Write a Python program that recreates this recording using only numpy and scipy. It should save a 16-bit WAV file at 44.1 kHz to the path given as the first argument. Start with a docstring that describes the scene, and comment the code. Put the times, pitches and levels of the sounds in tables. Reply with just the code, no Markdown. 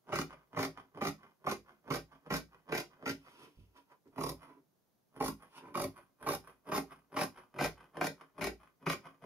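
"""In a small room, large tailor's shears cut through cloth on a table: eighteen strokes, a pause to turn the corner.
In each stroke the blades nip the cloth, crunch through its threads while the table drums, and scrape open again.
The cutting sounds are showers of tiny snaps, swelling with the force of the blades and ringing in steel and wood.
Cloth and shears are dragged by hand, a hand bumps the table, and the air of the room hushes faintly throughout.
The sound moves from slightly right of the middle to slightly left of it."""
import sys
import numpy as np
from scipy import signal
from scipy.fft import rfft, irfft, next_fast_len
from scipy.io import wavfile
from scipy.ndimage import map_coordinates

SR = 44100
rng = np.random.default_rng(int(sys.argv[2]) if len(sys.argv) > 2 else 0)


def generate_wav(sig):
    """Save sig (samples, or channels by samples) to the path in sys.argv[1] as 16-bit PCM at SR."""
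    pcm = np.round(np.clip(np.atleast_2d(sig).T, -1, 1) * 32767).astype(np.int16)
    wavfile.write(sys.argv[1], SR, pcm)


N = 407925
TIME = np.arange(N) / SR  # seconds

# Levels in the tables are relative: each layer also has its own gain further down.
# Blades closing on the cloth just before a cut. Each row: time in seconds, level in dB.
NIPS = [(0.092, -54), (0.548, -54.5), (0.974, -52), (1.448, -56), (1.879, -55), (2.263, -58), (2.698, -54),
        (3.026, -56.5), (4.161, -57.5), (5.164, -56), (5.705, -71), (6.229, -54), (6.69, -50.5),
        (7.143, -53.5), (7.563, -56), (7.97, -49.5), (8.385, -52.5), (8.827, -63), (9.24, -55.5)]
# Cutting strokes. Each row: start in seconds, length in seconds, moment of the hardest snag in seconds,
# time between snags in seconds, snags over the steady force in dB, level in dB,
# blade knock over that level in dB, blade note in Hz.
STROKES = [(0.121, 0.08084, 0.1597, 0.02915, 16.5, -39, -3, 1250),
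           (0.564, 0.0844, 0.5929, .019, 13.5, -39.5, -2.5, 1160),
           (1.011, 0.069, 1.0547, 0.01636, 14, -39.5, -1, 1300),
           (1.465, 0.061, 1.5173, .0215, 15, -41, 2, 1160),
           (1.903, 0.061, 1.9419, .0177, 15.5, -39.5, -1.5, 1167),
           (2.303, 0.065, 2.339, 0.0286, 8, -38, -6, 1096), (2.72, 0.07, 2.779, .026, 16, -39, -5.5, 796),
           (3.057, 0.046, 3.0798, .016, 16, -40, -9.5, 880),
           (4.176, 0.12, 4.2391, .027, 22.5, -42, -1.5, 1095),
           (5.201, 0.077, 5.2832, .0187, 21.5, -39.5, 0, 1074),
           (5.744, 0.097, 5.7985, 0.02217, 17.5, -41.5, -0.5, 1150),
           (6.262, 0.0747, 6.32, 0.01554, 18, -39.5, 1.5, 1110),
           (6.717, 0.0627, 6.7635, 0.0153, 10.5, -38.5, -0.5, 1114),
           (7.163, 0.069, 7.2133, 0.02214, 14.5, -38, -0.5, 1123),
           (7.586, 0.072, 7.644, 0.01665, 11.5, -38.5, -2, 822),
           (8.009, 0.0564, 8.0437, 0.02866, 16, -39, -1.5, 803),
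           (8.41, 0.054, 8.446, 0.026, 16, -39.5, -4, 802.5),
           (8.862, 0.064, 8.901, .031, 13, -39.5, -1.5, 1200)]
# Blades sliding open after a cut. Each row: time in seconds, level in dB.
OPENINGS = [(0.329, -60), (0.785, -62.5), (1.233, -65.5), (1.694, -67.5), (2.131, -68.5), (2.546, -65.5),
            (2.934, -70), (3.276, -67), (4.431, -62), (5.425, -63.5), (5.978, -62.5), (6.474, -61.5),
            (6.921, -60), (7.376, -60.5), (7.808, -63), (8.217, -66.5), (8.633, -66.5), (9.066, -59)]
# Cloth and shears shifted over the table. Each row: time of the peak in seconds, time to rise by 60 dB in
# seconds, time to fall by 60 dB in seconds, drag in dB, scrape in dB, swish in dB.
MOVES = [(3.29, 0.6, 0.55, -83, -76, -73.5), (3.439, .45, .2, -56, -55, -65),
         (3.6, 0.45, .5, -73, -79, -80), (3.771, 0.08, .14, -62.5, -54.5, -68.5),
         (3.92, 0.12, 0.086, -68, -54.5, -75.5), (4.07, 0.0851, 0.0249, -58.5, -68, -88),
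         (4.492, .15, 0.24, -65, -57, -80.5), (4.587, 0.7, .06, -63.5, -72, -100),
         (5.58, 0.2, 0.08, -67, -51, -59.5), (5.676, 0.35, 0.23, -50, -49, -76)]
# A hand landing on the table. Each row: time in seconds, level in dB.
BUMPS = [(3.572, -54)]
# Place of the shears. Each row: time in seconds, delay of the left microphone behind the right in
# milliseconds, left level over right in dB.
PLACE = [(0, 0.12, -0.5), (3, 0.16, -1.5), (5.3, 0.1087, -2), (6.3, 0.0825, -0.24), (7.2, 0.044, 1),
         (8, -0.0084, 1.23), (9.2, -0.018, 2.52)]
# Tone of the shears along the way. Each row: time in seconds, crunch around 2 kHz in dB, top treble in dB.
TONE = [(0, -3, -2), (1.9, -4.5, -1), (3.1, 0, -2.5), (4.2, -12.5, 2), (5.3, -9, 3.5), (7.2, -3, 2.5),
        (7.7, -1.5, 0), (9.2, 0.5, -0.5)]

# Force over a cut: hard near the pivot, easing towards the tips. Entries: times in seconds, levels in dB.
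BITE = dict(attack=0.013, release=0.0775, start_db=8.5, settle=0.04, level_db=-5.5)
# Tearing of fine fibres, which builds up later in the cut. Entries: times in seconds, levels in dB.
TEAR = dict(attack=.018, release=0.1, start_db=-12, settle=0.025, level_db=-1.5)
# Blade pressure in a nip: it builds up, then slackens. Entries: times in seconds, level in dB.
NIP_PRESSURE = dict(attack=0.093, release=0.18, level_db=-2)
# Blade pressure in an opening, which slackens more slowly. Entries: times in seconds, level in dB.
OPENING_PRESSURE = dict(attack=.12, release=.27, level_db=3)

# Resonances of the tabletop. Each row: pitch in Hz, width in Hz, level in dB.
TABLETOP = [(58.4, 6.6, -9), (97.4, 14, -8), (158.1, 16.8, 1.5), (211, 21, -2), (274, 14.8, 4),
            (343.7, 22.8, -1.5), (390.7, 30, 1.5), (471, 54, -4), (564.7, 39, -1), (614.5, 68, -1.5)]
# Low resonances of the blades. Each row: pitch in Hz, width in Hz, level in dB.
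BLADES = [(734, 134, 3.5), (806.5, 107, 6), (1017, 54, -6), (1027, 63, 3.5), (1267, 160, 1.5)]
# Higher resonances of the blades. Each row: pitch in Hz, width in Hz, level in dB.
STEEL = [(1402, 158, 4.5), (1572, 51, 4), (1875, 155, 1.5), (2140, 132, 0.5), (2289, 133, 4),
         (2480, 240, 0.5), (2790, 250, -3), (3384, 360, -27.5)]

# Colour of the tearing fibres. Each row: frequency in Hz, level in dB per Hz.
RIP = [(1000, -38.5), (2500, -27), (3300, -3.5), (3900, -1), (4300, -3.5), (5120, 2.5), (5700, -3.5),
       (6700, -3.5), (7400, -11), (8200, -18.5), (12000, -19)]
# Colour of the top treble of the tearing. Each row: frequency in Hz, level in dB per Hz.
FIZZ = [(4000, -62), (7200, -49.5), (8100, -7.5), (9000, 4), (9900, 13.5), (10900, 10.5), (12300, 8.5),
        (14500, 1), (16000, -20.5)]
# Colour of steel rasping on steel. Each row: frequency in Hz, level in dB per Hz.
SCRAPE = [(250, -10), (600, 2), (1000, 8.5), (1300, -7), (1800, -3.5), (2350, -12.5), (3200, -8.5),
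          (4200, -27), (5100, -16.5), (6500, -23), (8000, -62), (12000, -80)]
# Colour of the ringing blade edges. Each row: frequency in Hz, level in dB per Hz.
EDGE = [(4000, -91), (5100, -51.5), (6500, -30.5), (8300, -27), (9300, 21.5), (9900, 23.5), (10900, 11),
        (12500, 15), (15500, -1)]
# Colour of brushing cloth. Each row: frequency in Hz, level in dB per Hz.
SWISH = [(1500, -20), (2500, 3.5), (3100, 0.5), (4200, -10), (5200, -6.5), (7800, -22), (10000, -7.5),
         (12500, -17.5), (15500, -24)]
# Colour of the air of the room. Each row: frequency in Hz, level in dB per Hz.
HUSH = [(25, -22), (60, -12.5), (152, -0.5), (300, -3.5), (450, -7), (760, -10.5), (2360, -24.5),
        (6700, -23), (7600, -30.5), (11800, -21.5), (15500, -22.5)]

# Echo of the walls. Each row: frequency in Hz, time to fall by 60 dB in seconds.
ROOM_DECAY = [(60, 0.32), (250, 0.21), (1000, 0.147), (5000, 0.2), (14000, 0.17)]
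# Likeness of the left and right echo. Each row: frequency in Hz, likeness from 0 to 1.
ROOM_ALIKE = [(100, 0.94), (300, 0.92), (700, 0.65), (1400, 0.14), (3000, .02)]
# Difference of the two microphones. Each row: frequency in Hz, left level over right in dB.
MIC_BALANCE = [(150, -1.5), (300, -0.42), (1000, -2.5), (1950, 1.5), (3200, -1), (4800, -0.5), (7000, -1),
               (9200, -2), (9900, -2.5), (11000, 1.5), (15000, -1)]

TOP_HZ = 15750  # nothing is kept from here up
RIP_FOLLOWS, RING_FOLLOWS = 0.25, 2.2  # dB of rip per dB of crunch; dB of edge ring per dB of top treble
SNAG_SCATTER_S = 0.00063  # unevenness of the pace of the snags
SNAG_GROWTH_DB, HARDEST_DB = 6.5, 2.5  # growth over the length of a stroke; extra for its hardest snag
ENTRY_S, ENTRY_DB = 0.0039, 8.5  # the edges first break into the cloth just after a stroke begins


def amp(db):
    """Turn decibels into gain."""
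    return 10 ** (np.asarray(db) / 20)


def unit(x):
    """Scale to an rms (average strength) of 1."""
    return x / np.sqrt(np.mean(x ** 2) + 1e-20)


def along(points, hz):
    """Read a table of (Hz, value) between its points, on a log frequency axis."""
    f, v = np.transpose(points)
    return np.interp(np.log(hz + 1), np.log(f), v)


def filtered(x, response):
    """Shape x by a response, given as a function of frequency."""
    size = 2 * next_fast_len(N // 2 + SR // 4)
    hz = np.fft.rfftfreq(size, 1 / SR)
    return irfft(rfft(x, size) * response(hz), size)[..., :N]


def colour(points):
    """Response of unit power that follows a spectrum and never sounds before its cause."""
    def response(hz):
        # folding the cepstrum forward in time gives the matching phase
        cepstrum = irfft(np.log(amp(along(points, hz))))
        cepstrum[1:len(hz) - 1] *= 2
        cepstrum[len(hz):] = 0
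        gain = np.exp(rfft(cepstrum))
        return gain / np.sqrt(np.mean(np.abs(gain) ** 2))
    return response


def body(modes):
    """Response of unit power of an object that rings at a set of resonances with alternating signs."""
    def response(hz):
        gain = 0
        for k, (centre, width, db) in enumerate(modes):
            damping = 1j * hz * width
            gain = gain + (-1) ** k * amp(db) * damping / (centre ** 2 - hz ** 2 + damping)
        return gain / np.sqrt(np.mean(np.abs(gain) ** 2))
    return response


def low_pass(x, edge_hz):
    """Cut the treble steeply."""
    return signal.sosfilt(signal.butter(4, edge_hz, fs=SR, output="sos"), x)


def snaps(rate, spread_db):
    """Tiny impulses of uneven size at random moments, `rate` per second on average, rms 1."""
    sizes = np.sign(rng.standard_normal(N)) * amp(spread_db * rng.standard_normal(N))
    return unit(sizes * (rng.random(N) < rate / SR))


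def envelope(start, hold, attack, release, start_db=0, settle=1, level_db=0):
    """Gain that rises 60 dB in the attack, settles from its starting level, and falls 60 dB in the release."""
    span = slice(max(0, int((start - attack) * SR)), int((start + hold + release) * SR))
    t = TIME[span] - start
    ramps = np.minimum(t, 0) / attack - np.maximum(t - hold, 0) / release
    settling = amp(level_db + start_db * np.exp(-np.maximum(t, 0) / settle))
    gain = np.zeros(N)
    gain[span] = settling * np.exp(np.log(1000) * ramps)  # a factor of 1000 is 60 dB
    return gain


def stretches(rows):
    """Split the time into one (start, stop) stretch of samples per row, from 0.1 s before each event."""
    edges = [0] + [int((row[0] - .1) * SR) for row in rows[1:]] + [N]
    return list(zip(edges, edges[1:]))


def tone(times):
    """Levels of the crunch and of the top treble at these moments, in dB."""
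    s, crunch_db, top_db = np.transpose(TONE)
    return np.interp(times, s, crunch_db), np.interp(times, s, top_db)


def cutting_note(x, rows, width_hz):
    """The point where the blades touch sets the note at which they ring, anew at each contact."""
    out = np.zeros(N)
    for (start, stop), row in zip(stretches(rows), rows):
        note_hz = row[-1]
        b, a = signal.iirpeak(note_hz, note_hz / width_hz, SR)
        once = signal.lfilter(b, a, x[start:stop])
        twice = signal.lfilter(b, a, once)
        out[start:stop] = unit(twice) * np.std(x[start:stop])
    return out


def room_hush(level_db, apart):
    """The faint steady air of the room: coloured noise, partly different on the two sides."""
    mid, side = filtered(rng.standard_normal((2, N)), colour(HUSH))
    return amp(level_db) * unit(np.array([mid + apart * side, mid - apart * side]))


def blade_rub(rows, pressure, lead, hold, tick, note_hz, table_db, scrape_db, note_db, ring_db):
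    """Steel slips on steel in tiny jerks: the table hums, the blades rasp and their edges ring."""
    slips = snaps(rate=900, spread_db=7)
    for s, _ in rows:
        slips[int(s * SR)] += tick  # the play in the pivot is taken up with a tick
    rub = slips * sum(amp(db) * envelope(s - lead, hold, **pressure) for s, db in rows)
    table = low_pass(filtered(rub, body(TABLETOP)), edge_hz=1300)
    rasp = filtered(rub, colour(SCRAPE))
    steel = filtered(rub, body(STEEL))
    note = cutting_note(rub, [(s, note_hz) for s, _ in rows], width_hz=380)
    top_db = tone(TIME)[1]
    ring = filtered(rub * amp(RING_FOLLOWS * top_db), colour(EDGE))
    return (amp(table_db) * table
            + amp(scrape_db) * (rasp + amp(-10.5) * steel)
            + amp(note_db) * note
            + amp(ring_db) * ring)


def snags():
    """The blades break in, then stick and slip at a nearly even pace: (s, dB) of each bunch giving way."""
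    steps = np.arange(-6, 7)  # counted from the hardest snag
    found = []
    for s, length, hardest, spacing, snag_db, *_ in STROKES:
        times = hardest + steps * spacing + SNAG_SCATTER_S * rng.standard_normal(len(steps))
        share = (times - s) / length  # 0 where the stroke starts, 1 at its end
        levels = snag_db + SNAG_GROWTH_DB * (share - .5) + HARDEST_DB * (steps == 0)
        found.append((s + ENTRY_S, ENTRY_DB))
        found += [(t, db) for t, db, u in zip(times, levels, share) if .06 < u < 1.2]
    return found


def snag_force(bunches, width, slack_db):
    """The cutting force peaks around each bunch of threads that gives way; `width` is in seconds."""
    force = np.full(N, amp(slack_db))
    for s, db in bunches:
        near = slice(int((s - .02) * SR), int((s + .02) * SR))
        force[near] += amp(db) * np.exp(-((TIME[near] - s + width / 2) / width) ** 2)
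    return force


def strokes(threads, shape):
    """Each stroke parts a run of threads, with a force that rises and falls."""
    return threads * sum(envelope(s, length, **shape) for s, length, *_ in STROKES)


def stroke_strength(x, levels_db):
    """Give each stroke its own level over its length."""
    parts = []
    for (start, stop), row, db in zip(stretches(STROKES), STROKES, levels_db):
        share = row[1] * SR / (stop - start)  # part of the stretch that the stroke lasts
        parts.append(amp(db) * unit(x[start:stop]) * np.sqrt(share))
    return np.concatenate(parts)


def cutting():
    """Snapping threads knock the blades and the table; finer fibres tear as the cut nears the tips."""
    starts, *_, level_db, knock_db, _ = np.transpose(STROKES)
    crunch_db, top_db = tone(starts)
    bunches = snags()
    threads = snag_force(bunches, width=0.0023, slack_db=2.0) * snaps(rate=1000, spread_db=4.5)
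    # the fibres of a bunch fray over a longer moment than its threads snap
    fibres = snag_force(bunches, width=0.0028, slack_db=10.0) ** 0.83 * snaps(rate=2600, spread_db=5.5)
    blows = strokes(threads, BITE)
    fraying = strokes(0.39 * threads + fibres, TEAR)

    # parting threads push the table mostly one way, so a stroke thumps as well as rattles
    push = blows + .5 * np.abs(blows)
    table = low_pass(filtered(push, body(TABLETOP)), edge_hz=900)
    note = cutting_note(blows, STROKES, width_hz=217)
    knock = low_pass(filtered(blows, body(BLADES)) + 1.08 * note, edge_hz=1200)
    crunching = strokes(threads + 0.76 * fibres, BITE) + .5 * fraying
    crunch = low_pass(filtered(crunching, body(STEEL)), edge_hz=3200)
    rip = filtered(fraying, colour(RIP))
    fizz = filtered(fraying, colour(FIZZ))
    return (amp(0.5) * stroke_strength(table, level_db)
            + amp(1.0) * stroke_strength(knock, level_db + knock_db)
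            + amp(-.7) * stroke_strength(crunch, level_db + crunch_db)
            + amp(-10.0) * stroke_strength(rip, level_db + RIP_FOLLOWS * crunch_db)
            + amp(-15.0) * stroke_strength(fizz, level_db + top_db))


def shifting():
    """Cloth swishes and the shears drag as they are brought to a new line; each move swells and dies away."""
    drag, scrape, swish = sum(amp(levels_db)[:, None] * envelope(s, 0, rise, fall)
                              for s, rise, fall, *levels_db in MOVES)
    slips = snaps(rate=1500, spread_db=5)
    brushing = snaps(rate=13000, spread_db=4)
    # resonances as (Hz, width in Hz, dB)
    dragged_table = body([(156.4, 22, -0.5), (286, 23.8, 7.5), (421, 110, -1.5)])
    scraped_blades = body([(590, 59, -5.5), (983, 71, 5), (1440, 320, -5.5),
                           (1639, 360, -8.0), (2370, 280, -17.0)])
    table = low_pass(filtered(drag * slips, dragged_table), edge_hz=480)
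    rasp = filtered(scrape * slips, scraped_blades)
    cloth = filtered(swish * brushing, colour(SWISH))
    return amp(-1.0) * table + amp(-4.5) * rasp + amp(1.0) * cloth


def hand_bump(t60, attack, soft_hz, gain_db):
    """A soft hand wakes mainly the lowest resonances of the table; higher ones die away sooner."""
    out = np.zeros(N)
    t = np.arange(SR // 2) / SR
    for s, db in BUMPS:
        ring = np.zeros(len(t))
        for hz, _, _ in TABLETOP:
            decay = amp(-60 * t / t60 * np.sqrt(hz / soft_hz))
            ring += np.sin(2 * np.pi * hz * t) * decay / (1 + (hz / soft_hz) ** 2)
        out[int(s * SR):][:len(t)] += amp(db + gain_db) * ring * (1 - np.exp(-t / attack))
    return out


def placed(x):
    """The sound reaches the two microphones at moments and levels that follow the shears."""
    s, delay_ms, balance_db = np.transpose(PLACE)
    delay = np.interp(TIME, s, delay_ms) / 1000
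    balance = np.interp(TIME, s, balance_db)
    # left, then right: each takes half of the difference
    return np.array([amp(side * balance) * map_coordinates(x, [(TIME - side * delay) * SR])
                     for side in (.5, -.5)])


def near_echoes(pair, spread, from_hz, count=7):
    """Close surfaces throw back the treble within milliseconds, differently for each microphone."""
    delays = 0.000644 + spread * rng.random((2, count, 1))  # seconds
    signs = np.sign(rng.standard_normal((2, count, 1)))

    def response(hz):
        treble = hz / np.hypot(hz, from_hz)
        echoes = np.sum(signs * np.exp(-2j * np.pi * hz * delays), axis=1)
        return treble * echoes / np.sqrt(count)
    return filtered(pair, response)


def room_tail(delay, scatter_db, scatter_t60, scatter_hz):
    """One stereo echo: treble scattered off hands and cloth, then the room, its bass alike on both sides."""
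    hz, t, noise = signal.stft(rng.standard_normal((2, SR // 2)), SR, nperseg=256)
    turn = np.arccos(np.clip(along(ROOM_ALIKE, hz), 0, 1))[:, None] / 2
    treble = (hz / np.hypot(hz, scatter_hz))[:, None]
    scatter = amp(scatter_db - 60 * t / scatter_t60) * treble
    walls = amp(-60 * t / along(ROOM_DECAY, hz)[:, None]) * (1 - np.exp(-t / delay))
    shares = np.array([np.cos(turn), np.sin(turn)])  # common part, opposite part
    mid, side = signal.istft(noise * (walls + scatter) * shares, SR, nperseg=256)[1]
    tail = np.array([mid + side, mid - side])
    return tail / np.linalg.norm(tail[0])


def room(x):
    """The echo changes from stroke to stroke as the arms and shears move."""
    out = np.zeros((2, N + SR))
    for start, stop in stretches(STROKES):
        tail = room_tail(delay=0.0037, scatter_db=5, scatter_t60=0.026, scatter_hz=3500)
        echo = signal.fftconvolve(x[None, start:stop], tail, axes=1)
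        out[:, start:start + echo.shape[1]] += echo
    return out[:, :N]


def scene():
    """Shears, cloth and table, heard directly, off close surfaces and through the room."""
    nips = blade_rub(NIPS, NIP_PRESSURE, lead=0.0038, hold=0.013, tick=22.2, note_hz=1025,
                     table_db=6.0, scrape_db=-3.0, note_db=-1.5, ring_db=-21.5)
    openings = blade_rub(OPENINGS, OPENING_PRESSURE, lead=0.016, hold=0.022, tick=20, note_hz=1055,
                         table_db=-5.5, scrape_db=-2.5, note_db=-1.0, ring_db=-21.5)
    bump = hand_bump(t60=0.212, attack=0.0074, soft_hz=148, gain_db=5)
    work = nips + cutting() + openings + shifting() + bump
    direct = placed(work)
    near = near_echoes(direct, spread=0.0065, from_hz=3000)
    hush = room_hush(level_db=-77.5, apart=0.82)
    return direct + amp(-2.5) * near + amp(1.0) * room(work) + hush


def record(dry):
    """Each microphone has its own colour; nothing is kept above the band limit."""
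    def response(hz):
        halves = np.array([[.5], [-.5]])  # left, right
        return amp(along(MIC_BALANCE, hz) * halves) * (hz < TOP_HZ)
    return filtered(dry, response)


dry = scene()
out = record(dry)
generate_wav(out)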